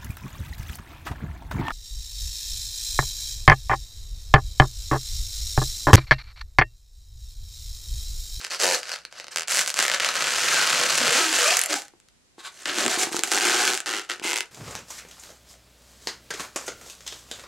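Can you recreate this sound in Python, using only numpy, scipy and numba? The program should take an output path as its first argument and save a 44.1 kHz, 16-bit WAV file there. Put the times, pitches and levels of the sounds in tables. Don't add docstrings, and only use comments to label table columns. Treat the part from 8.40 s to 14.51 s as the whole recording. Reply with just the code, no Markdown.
import sys
import numpy as np
from scipy import signal
from scipy.fft import rfft, irfft, next_fast_len
from scipy.io import wavfile
from scipy.ndimage import uniform_filter1d
from numba import njit

SR = 44100
rng = np.random.default_rng(int(sys.argv[2]) if len(sys.argv) > 2 else 0)


def generate_wav(signal):
    frames = np.transpose(np.atleast_2d(signal))
    scaled = np.clip(frames, -1, 1) * 32767
    pcm = np.round(scaled).astype(np.int16)
    wavfile.write(sys.argv[1], SR, pcm)


N = 269451
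TIME = np.arange(N) / SR
TAPS = 2 ** 14

# (frequency [Hz], relative density [dB per Hz])
FLOOR_COLOUR = [(25, -16), (50, -6), (220, -8.5), (500, -14), (1100, -19.5), (2000, -18.5), (7500, -20),
                (11000, -27.5), (16000, -48.5)]
# (start [s], attack [s], hold [s], relative effort [dB], hiss over slips [dB],
# relative treble [dB], relative lower air mode [dB], relative upper air mode [dB])
STROKE_MOVES = [(0, 0.00094, 0.063, -40.5, 0.5, -3, -28, -34),
                (0.1, 0.015, 0.02, -28.5, 4.5, -4.5, -24, -18.5),
                (0.191, 0.023, 0.12, -24, 1.5, 0.5, -22.5, -4.5),
                (.42, 0.081, 0.039, -33.5, -2, -6, -35, -18), (0.711, 0.07, 0.02, -43, 41, -8.5, -21, -13),
                (0.908, 0.0084, 0.017, -41, 12, -2.5, -28, -24),
                (1.074, 0.045, 0.092, -26, -1, 1.5, -28.5, -18),
                (1.265, 0.0088, 0.016, -33.5, -5, 3.5, -26.5, -13.5),
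                (1.347, 0.026, 0.083, -26, -4, -2.5, -26, -18),
                (1.495, 0.037, 0.016, -24.5, 3, -7, -25.5, -14),
                (1.601, 0.019, 0.087, -26, 8, -8, -24.5, -16),
                (3.282, 0.029, 0.02, -24, -7, -3, -16.5, -11),
                (3.346, 0.0089, 0.0018, -29.5, 16, 2, -36, -17),
                (4.099, 0.12, 0.17, -48.5, 20, 2, -14.5, -11),
                (4.254, 0.0037, 0.054, -30, 6.5, -8, -10.5, -11.5),
                (4.3, 0.083, 0.06, -26, -2.5, -3.5, -7.5, -6),
                (4.482, 0.016, 0.055, -27, 7.5, -1.5, -19, -10),
                (4.562, 0.033, 0.038, -27, 4.5, 1.5, -12, -6),
                (4.7, 0.035, 0.0391, -34.5, -1.5, 2.5, -11, -9),
                (4.832, 0.0029, 0.071, -36.5, 4, 3, -8.5, -4.5),
                (4.911, 0.0036, 0.065, -25, -4, 1.5, -9, -4.5),
                (4.996, 0.019, 0.28, -20.5, 1, -2.5, -12.5, -8),
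                (5.301, .01, 0.033, -29.5, 4, 1, -14, -8.5), (5.459, 0.0037, 0.11, -28.5, 0, -4, -12, -14),
                (5.69, 0.0052, 0.0093, -29.5, -1.5, -6.5, -15.5, -19),
                (5.824, 0.019, 0.059, -29.5, 16, -2, -14, -18),
                (5.954, 0.0039, 0.0049, -29, 0.5, 0, -17, -28.5)]
# (time [s], relative peak [dB])
SNAP_EVENTS = [(0.0364, -24), (0.0477, -12.5), (0.1998, -10.5), (0.4312, -16), (0.5163, -20),
               (0.651, -18.5), (0.7254, -23.5), (0.7991, -16.5), (0.843, -22), (0.8682, -24.5),
               (0.882, -21), (1.0822, -13), (1.1196, -9.5), (1.1713, -7), (1.1923, -4.5), (1.2617, -13.5),
               (1.2759, -11), (1.3024, -12.5), (1.3417, -13), (1.39, 0), (1.4004, -5.5), (1.426, -3),
               (1.4512, -7), (1.4811, -5), (1.4985, -5), (1.5156, -4), (1.5378, -7), (1.5448, -5),
               (1.599, -5), (1.6032, -5), (1.6463, -2), (1.689, -4), (1.7545, -7), (1.823, -5.5),
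               (1.8701, -6.5), (2.3298, -4), (2.391, -8), (2.4131, -5.5), (3.4199, -24), (3.482, -34),
               (3.6008, -41.5), (3.6862, -41.5), (4.2567, -8), (4.4629, -3), (4.48, -5.5), (4.7658, -11),
               (4.7924, -11), (4.8354, -4.5), (4.9167, -6), (5.052, -6), (5.0691, -7), (5.277, -4.5),
               (5.3755, -11.5), (5.4033, -14.5), (5.797, -21), (5.9317, -7), (5.9409, -12), (6.0064, -8.5)]
# (frequency [Hz], relative density [dB per Hz])
SKIN_COLOUR = [(50, -53), (200, -29.5), (420, -3), (760, -1), (1050, 0.7), (1550, 5.5), (2200, 1),
               (3000, 2.5), (4000, 2), (5200, -1.5), (7600, 1.5), (9000, -3), (11000, -11.5),
               (16000, -28.5)]
# (time [s], lower mode [Hz], upper mode [Hz])
AIR_MODES = [(1.1, 374.7, 480), (1.4, 230, 497), (2.72, 199, 475), (2.81, 345, 690), (2.92, 320, 670),
             (2.98, 277, 472), (3.15, 422, 760), (3.3, 330, 579), (3.385, 299, 798), (4.4, 350, 494),
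             (4.6, 349, 790)]
# (time [s], frequency [Hz], relative level [dB], relative overtone level [dB])
SKIN_SQUEAL = [(.9, 1756, -11, 6.5), (1.5, 1560, -3.5, -21), (1.9, 1600, -16.5, -9), (2.25, 1503, -3.5, -6),
               (2.88, 1675, -18, -27), (3.08, 1758, -14, -3), (4.26, 1755, -3.5, -23.5),
               (4.42, 1330, -4.5, -24), (5.06, 1557, -2, -16), (5.55, 1853, -12, -12)]
# (time [s], relative level [dB])
PALM_HUM = [(1.0, -30), (2.3, -22), (2.7, -15.5), (2.8, -40), (4.4, -22.5), (6.0, -33)]
# (start [s], end [s], first rate [slips/s], last rate [slips/s],
# first relative peak [dB], last relative peak [dB])
RATCHET_RUNS = [(.2444, .342, 93, 79, -8, -12), (.960, 1.036, 84, 84, -5, -17),
                (2.7232, 2.80, 215, 335, -5, -6), (2.802, 2.92, 335, 295, -7, -17),
                (4.925, 4.985, 95, 105, -8, -11), (5.0, 5.355, 115, 125, -10, -11),
                (5.460, 5.603, 125, 95, -14, -14.5), (5.6987, 5.72, 118, 118, -11, -12),
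                (5.839, 5.92, 210, 135, -16, -10), (5.9594, 5.99, 120, 110, -10, -11)]
# (start [s], end [s], [(frequency [Hz], relative level [dB]), ..])
HELD_BUBBLES = [(.235, .34, [(480, -6), (990, -14), (1730, -12)]), (4.9, 5.34, [(738, -24), (1510, -15)]),
                (5.45, 5.73, [(1390, -14), (1830, -11), (2660, -13)]), (5.82, 6.02, [(969, -19),
                (2080, -10), (2520, -13), (4330, -8)])]
# (time [s], relative effort [dB], relative treble [dB],
# relative lower air mode [dB], relative upper air mode [dB])
TWIST_MOVES = [(1.72, -32, -3, -24, -10), (1.77, -25.5, -7.5, -23.5, -17), (1.984, -24.5, -4, -24, -29),
               (2.164, -21.5, -5, -23, -22), (2.438, -23, -5.5, -18, -10), (2.58, -23.5, -1.5, -22, -20),
               (2.61, -21.5, -6.5, -10, -5.5), (2.684, -21, -5.5, -19.5, -13), (2.926, -23, -3, -21, -17),
               (3.066, -20.5, -3, -34, -24), (3.104, -20.5, -3.5, -20.5, -12.5),
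               (3.19, -26, -4.5, -31, -26.5), (3.275, -40.5, -8, -17, 1)]
# (time [s], nominal rate [slips/s], hiss over slips [dB])
TWIST_TIGHTENING = [(1.7, 164, -3), (2.1, 400, 1), (2.7, 380, -7), (3.1, 540, 0.5)]
# (start [s], end [s], first pitch [Hz], last pitch [Hz], level before flutter [dB])
SQUEAK_GLIDES = [(2.111, 2.212, 1700, 1445, -25.5), (2.67, 2.799, 440, 525, -32),
                 (2.78, 2.942, 350, 312, -36), (2.984, 3.056, 487, 505, -33),
                 (3.045, 3.135, 560, 740, -27.5), (3.032, 3.095, 1198, 1223, -28),
                 (3.05, 3.119, 2430, 2530, -28), (3.293, 3.365, 326, 275, -34),
                 (3.291, 3.335, 555, 583, -34), (3.362, 3.39, 760, 860, -34)]
# (frequency [Hz], relative density [dB per Hz])
ZIP_SPECTRUM = [(500, -44.5), (2000, -3.5), (5000, -11), (6500, 2.5), (11000, -4.5), (16000, -30)]
# (time [s], relative peak [dB])
FINGER_BUMPS = [(3.537, -45), (3.982, -37), (4.463, -21.5), (4.48, -25), (4.575, -22), (4.671, -22.5),
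                (4.718, -25.5), (4.745, -18), (4.788, -26), (5.797, -36), (5.817, -30.5), (5.851, -24.5)]
# (frequency [Hz], relative level [dB], 60 dB decay [s])
BUMP_MODES = [(346, 2, 0.082), (435, 2.5, 0.041), (820, 11, 0.0072)]
# (middle [s], half length [s], relative level [dB])
PALM_BRUSHES = [(4.002, 0.016, -43.5), (4.064, 0.026, -36)]
# (frequency [Hz], width [Hz], relative level [dB])
BRUSH_RESONANCES = [(1127, 70, -2), (1530, 60, -5), (2310, 180, -18), (3890, 710, 0.5)]
# (frequency [Hz], 60 dB decay [s])
ROOM_DECAY = [(150, 0.11), (500, 0.27), (1500, 0.21), (4000, 0.14), (8000, 0.078), (15000, 0.058)]
# (frequency [Hz], relative side level [dB])
ROOM_WIDTH = [(400, -8.5), (1500, -13), (3200, -8.5), (7000, 0), (15000, 6)]
# (frequency [Hz], left over right [dB])
PORT_BALANCE = [(60, -7.5), (200, 1), (700, 2), (2380, 1.5), (8120, -3), (15000, 8)]
# (frequency [Hz], lead of the left [rad])
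PORT_PHASE = [(0, 1.6), (260, .6), (860, -.23), (6800, -.1), (7580, .74), (9470, 1.3), (11500, 0)]

FLOOR_DB = -62.5
ATTACK_RISE_DB, RELEASE_DB_PER_S = 13, 280
SLIPS_PER_S, AT_EFFORT_DB, DOUBLING_DB = 240, -25, 11
EASING_S, EASING_DB = 0.0086, 0.5
SNAP_DB = 9
BASS_LAG_S, LAG_HALVED_HZ = .0011, 2330
SKIN_ECHO_T60_S = .0042
RASP_HZ = 5010
SQUEAL_OVERTONE = 2.44
HUM_HZ = 159
CREAK_START_S, CREAK_END_S, CREAK_HZ, CREAK_DB = .241, .333, 540, 8
HOLD_Q = 15
BASS_CUT_HZ = 100
ZIP_START_S, ZIP_EVERY_S = 3.1692, .0226
ZIP_DB, ZIP_LOSS_DB = -6, 2
CUTOFF_HZ = 16000


def from_db(db):
    return 10 ** (np.asarray(db) / 20)


def unit_energy(x):
    return x / np.sqrt(np.sum(x ** 2) + 1e-20)


def in_time(rows):
    s, *columns = np.transpose(rows)
    return [np.interp(TIME, s, c) for c in columns]


def at_bins(points, size):
    hz, value = np.transpose(points)
    bins_hz = np.fft.rfftfreq(size, 1 / SR)
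    return np.interp(np.log(bins_hz + 1), np.log(hz + 1), value)


def drift(per_s):
    return np.interp(TIME * per_s, np.arange(TAPS), rng.standard_normal(TAPS))


def through(x, response):
    return signal.oaconvolve(x, response)[:N]


def butter(x, hz, kind):
    return signal.sosfilt(signal.butter(2, hz, kind, fs=SR, output="sos"), x)


def colour(x, spectrum):
    cepstrum = irfft(np.log(from_db(at_bins(spectrum, TAPS))))
    cepstrum[1:TAPS // 2] *= 2
    cepstrum[TAPS // 2 + 1:] = 0
    return through(x, unit_energy(irfft(np.exp(rfft(cepstrum)))))


def clicks(times, peak_db):
    out = np.zeros(N)
    places = np.round(np.asarray(times) * SR).astype(int)
    out[np.clip(places, 0, N - 1)] = from_db(peak_db)
    return out


@njit
def spin(x, poles):
    out, state = np.zeros(len(x)), 0j
    for i in range(len(x)):
        state = state * poles[i] + x[i]
        out[i] = state.real
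    return out


def air_mode(x, hz, width_hz, low_hz, top_hz):
    r = np.exp(-np.pi * width_hz / SR)
    ringing = spin(x, r * np.exp(2j * np.pi * hz / SR)) * np.sqrt(2 * (1 - r * r))
    return butter(ringing, [low_hz, top_hz], "band")


def room_floor():
    noise = [colour(rng.standard_normal(N), FLOOR_COLOUR) for channel in range(2)]
    return from_db(FLOOR_DB) * np.array(noise)


def strokes():
    for start, attack, hold, level_db, *tone in STROKE_MOVES:
        t = TIME - start
        rise_db = ATTACK_RISE_DB * (1 - np.clip(t / max(attack, 1e-3), 0, 1))
        release_db = RELEASE_DB_PER_S * np.maximum(t - attack - hold, 0)
        per_s = SLIPS_PER_S * 2 ** ((level_db - AT_EFFORT_DB) / DOUBLING_DB)
        yield np.where(t < 0, -np.inf, level_db - rise_db - release_db), per_s, *tone


def rub(per_s, hiss_db, unevenness, size_spread_db, flutter_db):
    turns = np.cumsum(np.abs(per_s) * np.exp(unevenness * drift(170))) / SR
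    slips = np.diff(np.floor(turns), prepend=0)
    slips *= from_db(size_spread_db * np.clip(rng.standard_normal(N), -2, 2))
    slips *= np.sign(drift(25) + .5)
    slips /= np.sqrt(np.abs(uniform_filter1d(slips ** 2, size=1800)) + 1e-5)
    hiss = rng.standard_normal(N) * from_db(hiss_db + flutter_db * drift(300))
    return (slips + hiss) / np.sqrt(1 + from_db(2 * hiss_db))


def disperse(x):
    hz = np.fft.rfftfreq(TAPS, 1 / SR)
    phase = 2 * np.pi * BASS_LAG_S * LAG_HALVED_HZ * np.log1p(hz / LAG_HALVED_HZ)
    return through(x, irfft(np.exp(-1j * phase))[:TAPS // 2])


def scatter(x, t60, shifts_per_s, count=8):
    t = TIME[:TAPS // 8]
    place = np.cumsum(shifts_per_s * np.exp(.5 * drift(20))) / SR
    out = 0
    for k in range(count):
        nearness = np.sqrt(np.clip(1 - np.abs((place - k + 1) % count - 1), 0, 1))
        echoes = rng.standard_normal(len(t)) * from_db(-60 * t / t60) * (t > .0001)
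        out = out + through(x * nearness, unit_energy(echoes))
    return out


def brighten(x, treble_db):
    low = butter(butter(x, RASP_HZ, "low"), RASP_HZ, "low")
    high = butter(butter(x, RASP_HZ, "high"), RASP_HZ, "high")
    return low + from_db(treble_db) * high


def latex_skin(force, treble_db):
    echoes = scatter(force, t60=SKIN_ECHO_T60_S, shifts_per_s=300)
    skin = colour(from_db(-1.3) * force + from_db(-8.5) * echoes, SKIN_COLOUR)
    return brighten(skin, treble_db + 3.5)


def resonances(force, lower_db, upper_db):
    (lower_hz, upper_hz), (hum_db,) = in_time(AIR_MODES), in_time(PALM_HUM)
    squeal_hz, squeal_db, overtone_db = in_time(SKIN_SQUEAL)
    echoes = scatter(force, t60=0.0064, shifts_per_s=900)
    squeal = air_mode(echoes, squeal_hz, width_hz=340, low_hz=1060, top_hz=3240)
    overtone = air_mode(echoes, SQUEAL_OVERTONE * squeal_hz, width_hz=2800, low_hz=2540, top_hz=5170)
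    lower = air_mode(echoes, lower_hz, width_hz=97, low_hz=201, top_hz=685)
    upper = air_mode(echoes, upper_hz, width_hz=137, low_hz=352, top_hz=1426)
    hum = air_mode(echoes, np.full(N, HUM_HZ), width_hz=43, low_hz=105.0, top_hz=285)
    out = from_db(squeal_db - 3.0) * squeal + from_db(overtone_db - 10.5) * overtone
    out += from_db(lower_db) * lower + from_db(upper_db - 2.0) * upper
    return out + from_db(hum_db - 5.0) * hum


def easing():
    before_snap = sum((TIME > s - EASING_S) & (TIME < s) for s, db in SNAP_EVENTS)
    return uniform_filter1d(np.minimum(before_snap, 1.), size=64)


def snaps():
    snap_s, snap_db = np.transpose(SNAP_EVENTS)
    return clicks(snap_s, snap_db + SNAP_DB)


def held(force):
    out = 0
    for start, end, modes in HELD_BUBBLES:
        drive = force * (TIME > start) * (TIME < end) + 1e-18
        for hz, db in modes:
            ring = air_mode(drive, np.full(N, hz), hz / HOLD_Q, low_hz=hz / 2, top_hz=hz * 2)
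            out = out + from_db(db) * ring
    return out


def creak(jerks):
    pressed = jerks * (TIME > CREAK_START_S) * (TIME < CREAK_END_S)
    ring = air_mode(pressed + 1e-18, np.full(N, CREAK_HZ), width_hz=380, low_hz=286, top_hz=820)
    return from_db(CREAK_DB) * ring


def ratchet(jitter, size_spread_db):
    out, gripping = np.zeros(N), np.zeros(N)
    for start, end, first_rate, last_rate, first_db, last_db in RATCHET_RUNS:
        chance, times = rng.standard_normal((2, 64)), [start]
        while times[-1] < end and len(times) < chance.shape[1]:
            rate = np.interp(times[-1], [start, end], [first_rate, last_rate])
            times.append(times[-1] + np.exp(jitter * chance[0, len(times)]) / rate)
        times = times[:-1]
        peak_db = np.interp(times, [start, end], [first_db, last_db])
        out += clicks(times, peak_db + size_spread_db * chance[1, :len(times)])
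        gripping[(TIME > start) & (TIME < end)] = 1
    return out, uniform_filter1d(gripping, size=256)


def twist():
    effort_db, *tone = in_time(TWIST_MOVES)
    effort_db = effort_db - RELEASE_DB_PER_S * np.maximum(TIME - TWIST_MOVES[-1][0], 0)
    effort_db = np.where(TIME < TWIST_MOVES[0][0], -np.inf, effort_db)
    return [effort_db, *in_time(TWIST_TIGHTENING), *tone]


def hands():
    effort_db, *tone = twist()
    tone = np.array(tone)
    for stroke_db, *stroke_tone in strokes():
        leads = stroke_db > effort_db
        tone[:, leads] = np.array(stroke_tone)[:, None]
        effort_db = np.maximum(effort_db, stroke_db)
    return effort_db, *uniform_filter1d(tone, size=256, axis=1)


def balloons():
    effort_db, per_s, hiss_db, treble_db, lower_db, upper_db = hands()
    jerks, gripping = ratchet(jitter=.03, size_spread_db=0.0)
    sliding_db = effort_db + 1.15 - 5 * gripping - EASING_DB * easing()
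    slips = rub(per_s, hiss_db, unevenness=.38, size_spread_db=5.0, flutter_db=3.0)
    force = disperse(from_db(sliding_db) * slips + from_db(8.5) * jerks + snaps())
    whole = latex_skin(force, treble_db) + resonances(force, lower_db, upper_db)
    return butter(whole + creak(jerks) + held(force), BASS_CUT_HZ, "high")


def squeaks(waver_hz, flutter_db, fade):
    out = np.zeros(N)
    waver = waver_hz * drift(230)
    flutter = from_db(flutter_db * drift(160))
    for start, end, first_hz, last_hz, level_db in SQUEAK_GLIDES:
        span = (TIME > start) & (TIME < end)
        hz = np.linspace(first_hz, last_hz, span.sum())
        phase = 2 * np.pi * np.cumsum(hz + waver[span] * hz / 1000) / SR
        envelope = signal.windows.tukey(len(hz), np.clip(fade, 0, 1)) * flutter[span]
        out[span] += from_db(level_db) * envelope * np.sin(phase)
    return out


def zips(t60, count=5):
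    k = np.arange(count)
    starts = clicks(ZIP_START_S + ZIP_EVERY_S * k, ZIP_DB - ZIP_LOSS_DB * k)
    envelope = through(starts, from_db(-60 * TIME[:TAPS] / t60))
    return colour(envelope * rng.standard_normal(N), ZIP_SPECTRUM)


def bumps():
    t = TIME[:TAPS]
    ring = sum(from_db(db - 60 * t / t60) * np.sin(2 * np.pi * hz * t) for hz, db, t60 in BUMP_MODES)
    ring = butter(ring, 220, "high")
    return from_db(-8.0) * through(clicks(*np.transpose(FINGER_BUMPS)), ring)


def brushes(ring_db, hiss_db):
    pressure = sum(from_db(db) * np.exp(-((TIME - s) / half) ** 2) for s, half, db in PALM_BRUSHES)
    friction = rng.standard_normal(N) * pressure
    ring = 0
    for hz, width_hz, db in BRUSH_RESONANCES:
        mode = air_mode(friction + 1e-18, np.full(N, hz), width_hz, low_hz=688, top_hz=6130)
        ring = ring + from_db(db) * mode
    return from_db(ring_db) * ring + from_db(hiss_db) * colour(friction, SKIN_COLOUR)


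def room(x, wet_db, gap_s):
    t, (centres, t60s) = TIME[:TAPS], np.transpose(ROOM_DECAY)
    noise, tails = rfft(rng.standard_normal((2, TAPS))), 0
    noise[1] *= from_db(at_bins(ROOM_WIDTH, TAPS))
    for share, t60 in zip(np.eye(len(centres)), t60s):
        band = irfft(noise * at_bins(np.c_[centres, share], TAPS))
        tails = tails + band * from_db(-60 * t / t60) * (t > gap_s)
    mid, side = from_db(wet_db) * tails / np.linalg.norm(tails[0])
    both = np.array([x + through(x, mid + side), x + through(x, mid - side)])
    return both / np.sqrt(1 + from_db(2 * wet_db))


def scene():
    floor = room_floor()
    latex = balloons() + squeaks(waver_hz=28, flutter_db=2.0, fade=0.2) + bumps() + zips(t60=0.011)
    latex += brushes(ring_db=-10.5, hiss_db=-2)
    return room(latex, wet_db=-11.5, gap_s=0.0041) + floor


def record(dry):
    size = next_fast_len(N + TAPS)
    left = from_db(at_bins(PORT_BALANCE, size) / 2) * np.exp(.5j * at_bins(PORT_PHASE, size))
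    heard = irfft(rfft(dry, size) * np.array([left, 1 / left]), size)[:, :N]
    rounded = .92 * np.tanh(heard / .92)
    return signal.sosfilt(signal.ellip(10, .1, 80, CUTOFF_HZ, fs=SR, output="sos"), rounded)


dry = scene()
out = record(dry)
generate_wav(out)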